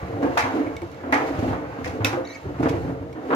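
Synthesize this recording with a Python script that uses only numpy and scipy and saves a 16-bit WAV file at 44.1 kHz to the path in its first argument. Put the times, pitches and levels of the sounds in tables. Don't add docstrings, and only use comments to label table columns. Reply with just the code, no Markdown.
import sys
import numpy as np
from scipy import signal
from scipy.fft import rfft, irfft, next_fast_len
from scipy.io import wavfile
from scipy.ndimage import map_coordinates

SR = 44100
rng = np.random.default_rng(int(sys.argv[2]) if len(sys.argv) > 2 else 0)


def to_wav(sig):
    pcm = np.clip(np.atleast_2d(sig), -1, 1) * 32767
    pcm = np.round(pcm).astype(np.int16)
    wavfile.write(sys.argv[1], SR, pcm.T)


N = 147735

# (centre [Hz], width [Hz], relative level [dB])
DRUM_BODY = [(267, 41.6, 1), (296, 32.2, 4), (341.7, 38.4, -1.5), (455.5, 21.2, 1.5), (524.7, 30, -2.5),
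             (708, 110, -9.5)]


def amp(db):
    return 10 ** (np.asarray(db) / 20)


def along(points, hz):
    f, v = np.transpose(points)
    return np.interp(np.log(hz + 1), np.log(f + 1), v)


def wobble(rate):
    knots = rng.standard_normal(int(N * rate / SR) + 4)
    return map_coordinates(knots, [np.arange(N) * rate / SR])


def filtered(x, response):
    m = next_fast_len(N + SR // 2)
    spectrum = rfft(x, m) * response(np.fft.rfftfreq(m, 1 / SR))
    return irfft(spectrum, m)[..., :N]


def resonances(peaks):
    def response(f):
        total = 0
        for k, (centre, width, db) in enumerate(peaks):
            mode = 1j * f * width / (centre * centre - f * f + 1j * f * width)
            total = total + (-1) ** k * amp(db) * mode
        return total
    return response


def spectrum_of(points):
    return lambda f: amp(along(points, f))


def through(envelope, response):
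    # (frequency [Hz], correlation [1])
    likeness = [(100, 0.89), (300, 1), (700, 1), (2000, 0.22), (8000, 0.18)]

    def mid_side(f):
        angle = np.arccos(np.clip(along(likeness, f), 0, 1)) / 2
        return response(f) * [np.cos(angle), np.sin(angle)]

    gain = np.sqrt(np.mean(np.abs(response(np.linspace(0, SR / 2, SR // 2))) ** 2))
    mid, side = filtered(envelope * rng.standard_normal((2, N)), mid_side)
    return np.array([mid + side, mid - side]) / gain


def bursts(times, levels_db, t60s, attack_s):
    power, t = np.zeros(N + SR), np.arange(SR // 2) / SR
    for s, db, t60 in zip(times, levels_db, t60s):
        envelope = amp(db - 60 * t / max(t60, .003)) * (1 - np.exp(-t / attack_s))
        power[round(s * SR):][:len(t)] += envelope ** 2
    return np.sqrt(power[:N])


def rings(times, levels_db, modes):
    flutter_share, flutter_rate, rise_s = .8, 350, .0006
    out, t = np.zeros(N + SR), np.arange(SR // 3) / SR
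    for hz, level, t60 in modes:
        flutter = 1 + flutter_share * np.tanh(wobble(flutter_rate))
        for s, db in zip(times, levels_db):
            start = round(s * SR)
            decay = amp(db + level - 60 * t / t60) * np.tanh(t / rise_s)
            tone = decay * np.sin(2 * np.pi * hz * t)
            out[start:][:len(t)] += tone * np.resize(flutter[start:], len(t))
    return out[:N]


def thuds(times, levels_db, pitches_hz, t60s, attack_s):
    out, t = np.zeros(N + SR), np.arange(SR // 2) / SR
    for s, db, hz, t60 in zip(times, levels_db, pitches_hz, t60s):
        envelope = amp(db - 60 * t / t60) * (1 - np.exp(-t / attack_s))
        out[round(s * SR):][:len(t)] += envelope * np.sin(2 * np.pi * hz * t)
    return out[:N]


def room(x):
    # (frequency [Hz], t60 [s])
    reverberation = [(100, 0.49), (1500, 0.21), (14000, 0.14)]
    # (frequency [Hz], level [dB])
    wetness = [(100, -22.5), (500, -6), (2000, -1.5), (8000, -3.5)]
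    out, step = np.zeros((2, N + 2 * SR)), SR // 10
    fade = np.sin(np.pi * np.arange(2 * step) / (2 * step))
    x = np.pad(x, (step, 2 * step))
    for start in range(0, N + step, step):
        hz, t, z = signal.stft(rng.standard_normal((2, SR // 3)), SR, nperseg=256)
        decay = amp(-60 * t / along(reverberation, hz)[:, None])
        decay = decay / np.sqrt(np.sum(decay ** 2, axis=1, keepdims=True) * 128)
        shape = decay * amp(along(wetness, hz))[:, None]
        tail = signal.istft(z * shape, SR, nperseg=256)[1]
        wet = signal.fftconvolve(fade * x[None, start:start + 2 * step], tail, axes=1)
        out[:, start + 90:][:, :wet.shape[1]] += wet
    return out[:, step:step + N]


def whine():
    # (frequency [Hz], mean level [dB])
    drive_tones = [(14300, -82)]
    t, out = np.arange(N) / SR, 0
    for hz, db in drive_tones:
        out = out + amp(db + 2 * wobble(8)) * np.sin(2 * np.pi * hz * t + 1.5 * wobble(40))
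    return out


def rolling():
    # (time [s], boom [dB], drum's body [dB], rattle [dB], hiss [dB])
    roll_levels = [(0.0, -34, -41, -40, -56), (0.23, -39, -26, -42, -58), (0.41, -34.5, -36, -33.5, -48.5),
                   (0.56, -43.5, -32.5, -34.5, -50), (0.7, -38, -33, -40, -58.5),
                   (0.85, -45, -47.5, -47.5, -56.5), (1.09, -40.5, -32, -42.5, -61),
                   (1.21, -41, -28.5, -28.5, -48), (1.33, -36, -31.5, -36, -51.5),
                   (1.5, -28.5, -31, -37.5, -50), (1.63, -44, -35, -39, -60),
                   (1.84, -39, -39, -39.5, -55.5), (2.02, -36.5, -30.5, -45, -57.5),
                   (2.11, -46, -34.5, -33.5, -45.5), (2.22, -44.5, -37.5, -43.5, -59),
                   (2.342, -46, -44, -46, -55), (2.52, -37, -42, -43.5, -60),
                   (2.75, -30.5, -28, -36.5, -54), (2.83, -31, -32.5, -44, -56.5),
                   (2.99, -38, -38, -46.5, -63.5), (3.18, -44, -40, -49.5, -63),
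                   (3.35, -37, -18.5, -35, -55.5)]
    # (centre [Hz], width [Hz], relative level [dB])
    panels = [(74, 14.3, -1), (111, 11, -2.5), (132.8, 5.5, 1.5), (183.4, 5.9, -3.5)]
    # (frequency [Hz], relative level [dB per Hz])
    rattle_shape = [(320, -30), (550, -4), (699, -3.5), (1480, -9.5), (1580, -12), (2230, -15.5),
                    (3500, -37), (4550, -60), (7700, -120)]
    # (frequency [Hz], relative level [dB per Hz])
    hiss_shape = [(1470, -21), (2500, -26.5), (2640, -2), (3370, -11), (3730, -9), (5870, -15),
                  (6530, -13.5), (8160, -26), (13900, -23.5), (15700, -41)]
    s, boom_db, body_db, rattle_db, hiss_db = np.transpose(roll_levels)

    def uneven(db, depth_db, rate):
        return amp(np.interp(np.arange(N) / SR, s, db) + depth_db * np.tanh(wobble(rate)))

    boom = through(uneven(boom_db, 4, 25.43), resonances(panels))
    body = through(uneven(body_db, 1.5, 40), resonances(DRUM_BODY))
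    rattle = through(uneven(rattle_db, 2.9, 90), spectrum_of(rattle_shape))
    hiss = through(uneven(hiss_db, 1, 66), spectrum_of(hiss_shape))
    return boom + body + rattle + hiss


def squeak():
    # (time [s], mean pitch [Hz], level [dB])
    squeak_path = [(2.246, 2035, -63), (2.252, 1862, -44), (2.265, 2014, -60), (2.276, 2198, -41),
                   (2.287, 1970, -58.5), (2.308, 1950, -44), (2.33, 2125, -46), (2.338, 2305, -53),
                   (2.349, 2520, -46), (2.358, 2130, -49), (2.369, 1900, -65)]
    # (multiple of the pitch [1], relative level [dB])
    overtones = [(1, 1), (2, -1), (3, -9)]
    # (centre [Hz], width [Hz], level [dB])
    rubbed_modes = [(1856, 60, 1.5), (2234, 97, 3), (5730, 98, -4), (6500, 340, -6), (11200, 900, -15)]
    pitch_scatter, smear_share, smear_rate = .02, .8, 400
    s, hz, db = np.transpose(squeak_path)
    t = np.arange(N) / SR
    pitch = np.interp(t, s, hz) * (1 + pitch_scatter * wobble(250))
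    turns = np.cumsum(pitch) / SR
    gate = np.interp(t, [s[0] - .006, s[0], s[-1], s[-1] + .01], [0, 1, 1, 0])
    tones = 0
    for k, level in overtones:
        smear = .5 + smear_share * wobble(smear_rate)
        tones = tones + amp(level) * smear * np.sin(2 * np.pi * k * turns)
    rub_envelope = gate * amp(-45 + 3.3 * wobble(59.75))
    rubbing = through(rub_envelope, lambda f: resonances(rubbed_modes)(f) ** 2)
    return gate * amp(np.interp(t, s, db)) * tones + rubbing


def ticks():
    # (time [s], click before its trim [dB], ring of the lowest mode before its relative level [dB])
    tick_hits = [(0.1294, -66, -51), (0.666, -66, -41), (0.6732, -66, -39), (0.766, -47.5, -31),
                 (0.818, -54.5, -44), (0.9158, -59, -51), (0.9447, -59, -50), (2.694, -45, -33),
                 (3.1278, -58.5, -45)]
    # (frequency [Hz], relative level [dB], t60 [s])
    tick_modes = [(2220, 4, .035), (3800, 1, .02), (5640, 2, .025), (7714, -11, .12)]
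    s, click_db, ring_db = np.transpose(tick_hits)
    click_shape = [(1500, -46), (3000, 7), (15000, -12)]  # (frequency [Hz], relative level [dB per Hz])
    click = through(bursts(s, click_db + 12.5, 0 * s + 0.017, 0.0006), spectrum_of(click_shape))
    return click + rings(s, ring_db, tick_modes[:1]) + rings(s, click_db, tick_modes[1:])


def clack():
    # (time [s], level [dB])
    blow = [(2.046, -23)]
    # (frequency [Hz], relative level [dB], t60 [s])
    metal_modes = [(1448, -8, .2), (2600, 9, .04), (3690, 1, .025), (4800, -1, .02), (5647, -7, .2),
                   (5730, -11, .12), (6800, 0, .025)]
    return rings(*np.transpose(blow), metal_modes)


def knocks():
    # (time [s], splash [dB], crack over splash [dB], splash t60 [s], smack [dB])
    knock_hits = [(0.221, -34.5, -12, 0.19, -35.5), (0.3748, -17, 8, 0.28, -21),
                  (1.1238, -19.5, 4, 0.26, -18.5), (1.27, -35, 6, 0.25, -49), (1.3907, -35, 4, 0.34, -52),
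                  (1.8435, -29, -7, 0.32, -32), (2.0461, -14.5, 14.5, 0.2, -26.5),
                  (2.6253, -35.5, -19, 0.43, -39), (2.685, -27.5, -1, 0.14, -42),
                  (3.305, -63, 1, 0.22, -34)]
    # (frequency [Hz], relative level [dB per Hz])
    splash_shape = [(1470, -11), (2500, 0), (2890, -7), (3790, -9.5), (6290, -10), (8160, -21.5),
                    (13400, -23.5), (15700, -101)]
    grain_db = 3
    s, splash_db, crack_db, t60, smack_db = np.transpose(knock_hits)
    splash_envelope = bursts(s, splash_db - 10.5, t60, 0.00036) * amp(grain_db * wobble(200))
    splash = through(splash_envelope, spectrum_of(splash_shape))
    smack_modes = resonances([(1750, 500, 0), (2300, 700, -1)])
    smack_envelope = bursts(s, smack_db - 4, t60, 0.00035) * amp(grain_db * wobble(110))
    smack = through(smack_envelope, lambda f: smack_modes(f) ** 2)
    # (frequency [Hz], relative level [dB per Hz])
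    crack_shape = [(1200, -15), (2500, 4), (7000, -2.0), (8200, -10.5), (15000, -8)]
    crack_envelope = bursts(s, splash_db + crack_db - 13.0, 0 * s + .013, 0.0005)
    crack = through(crack_envelope, spectrum_of(crack_shape))
    return splash + smack + crack


def bumps():
    # (time [s], boom [dB], boom [Hz], body [dB], body [Hz], slap [dB], length of the contact [s])
    bump_hits = [(0.027, -19.5, 80.4, -33, 279, -48.5, 0.016), (0.13, -21, 103, -46, 280, -42.5, 0.045),
                 (0.226, -43, 121, -17.5, 276.7, -29, 0.045), (0.254, -51, 183, -19.5, 282, -34.5, 0.019),
                 (0.372, -43, 164, -38, 500, -15, 0.018), (0.435, -26.5, 98.9, -29, 264.4, -25, 0.064),
                 (0.538, -34, 179, -19, 281, -40, 0.035), (0.583, -41, 134, -19, 268, -54, 0.01),
                 (0.66, -25.5, 100, -25, 314, -42.5, 0.022), (0.819, -26, 96, -26, 338, -41, 0.023),
                 (1.036, -31, 85, -29, 253, -37.5, 0.067), (1.124, -40, 90, -18.5, 284.5, -17, 0.033),
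                 (1.199, -29, 133, -23.5, 448, -29, 0.0076), (1.386, -12.5, 98, -19, 318, -45, 0.0091),
                 (1.424, -16.5, 106.3, -17.5, 259.6, -35.5, 0.036),
                 (1.478, -46, 98, -24.5, 258, -32, 0.038), (1.529, -29, 147, -28, 496, -29, 0.012),
                 (1.785, -54, 114, -26.5, 257, -37, 0.017), (1.857, -25, 82, -31.5, 505, -32.5, 0.038),
                 (1.93, -32, 107, -29.5, 254, -50, 0.057), (2.005, -16.5, 105.6, -40, 283, -32.5, 0.068),
                 (2.045, -24, 103, -20.5, 276.5, -25, 0.017), (2.128, -27.5, 127.7, -24.5, 350, -27, 0.038),
                 (2.171, -45, 115, -21.5, 519.6, -48, 0.032), (2.453, -27, 140, -20.5, 385, -52, 0.0005),
                 (2.464, -17, 105, -44, 270, -59, 0.0067), (2.487, -28, 112.4, -26.5, 299, -60, 0.017),
                 (2.597, -16, 136, -10.5, 266, -35, 0.0039), (2.629, -16.5, 145, -17.5, 318, -26.5, 0.017),
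                 (2.657, -26, 174, -10, 270, -22, 0.0034), (2.7, -13, 137, -15.5, 280, -38.5, 0.0038),
                 (2.737, -14, 106, -21.5, 344, -57, 0.013), (2.848, -28, 168, -25, 259, -38.5, 0.016),
                 (2.878, -25.5, 173, -26.5, 267.7, -40.5, 0.05), (3.008, -24, 97, -29.5, 263, -51, 0.014),
                 (3.151, -48, 69.6, -34.5, 307, -42, 0.1), (3.304, -36, 172, -21, 363, -23, 0.02),
                 (3.327, -28, 170, -22, 556, -19.5, 0.014)]
    # (frequency [Hz], relative level [dB per Hz])
    slap_shape = [(350, -53), (600, 2), (907, 6.5), (1600, -1), (1760, -3), (1910, -7.5), (3500, -23),
                  (4550, -31.5), (7700, -120)]
    boom_trim_db, body_trim_db, scrape_trim_db = -2, 2, -2
    at, boom_db, boom_hz, body_db, body_hz, slap_db, length = np.transpose(bump_hits)
    fall_s = 6.4 * length
    boom = thuds(at, boom_db + boom_trim_db, boom_hz, fall_s + 0.063, 0.00097)
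    body = thuds(at, body_db + body_trim_db, body_hz, fall_s + 0.032, 0.0022)
    scrape_envelope = bursts(at, body_db + scrape_trim_db, fall_s + 0.065, 0.0051)
    scrape = through(scrape_envelope, resonances(DRUM_BODY))
    slap = through(bursts(at, slap_db, fall_s + 0.1, 0.00034), spectrum_of(slap_shape))
    return boom + body + scrape + slap


def at_ports(x, lead_s, room_gain):
    # (frequency [Hz], level [dB])
    left_over_right = [(100, 1), (380, -3), (700, 1), (2400, -2.5), (9000, 1)]
    side = np.array([[.5], [-.5]])

    def port_response(f):
        return np.exp(2j * np.pi * f * lead_s * side) * amp(along(left_over_right, f) * side)

    return filtered(x + room_gain * room(x.mean(axis=0)), port_response)


def scene():
    drum = rolling() + knocks() + bumps()
    small = whine() + squeak() + ticks() + clack()
    return at_ports(drum, lead_s=.00027, room_gain=0.98) + at_ports(small, lead_s=.00002, room_gain=amp(-4))


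def record(dry):
    low_hz, top_hz = 56, 15840
    return filtered(dry, lambda hz: (1j * hz / (low_hz + 1j * hz)) ** 2 * (hz < top_hz))


dry = scene()
out = record(dry)
to_wav(out)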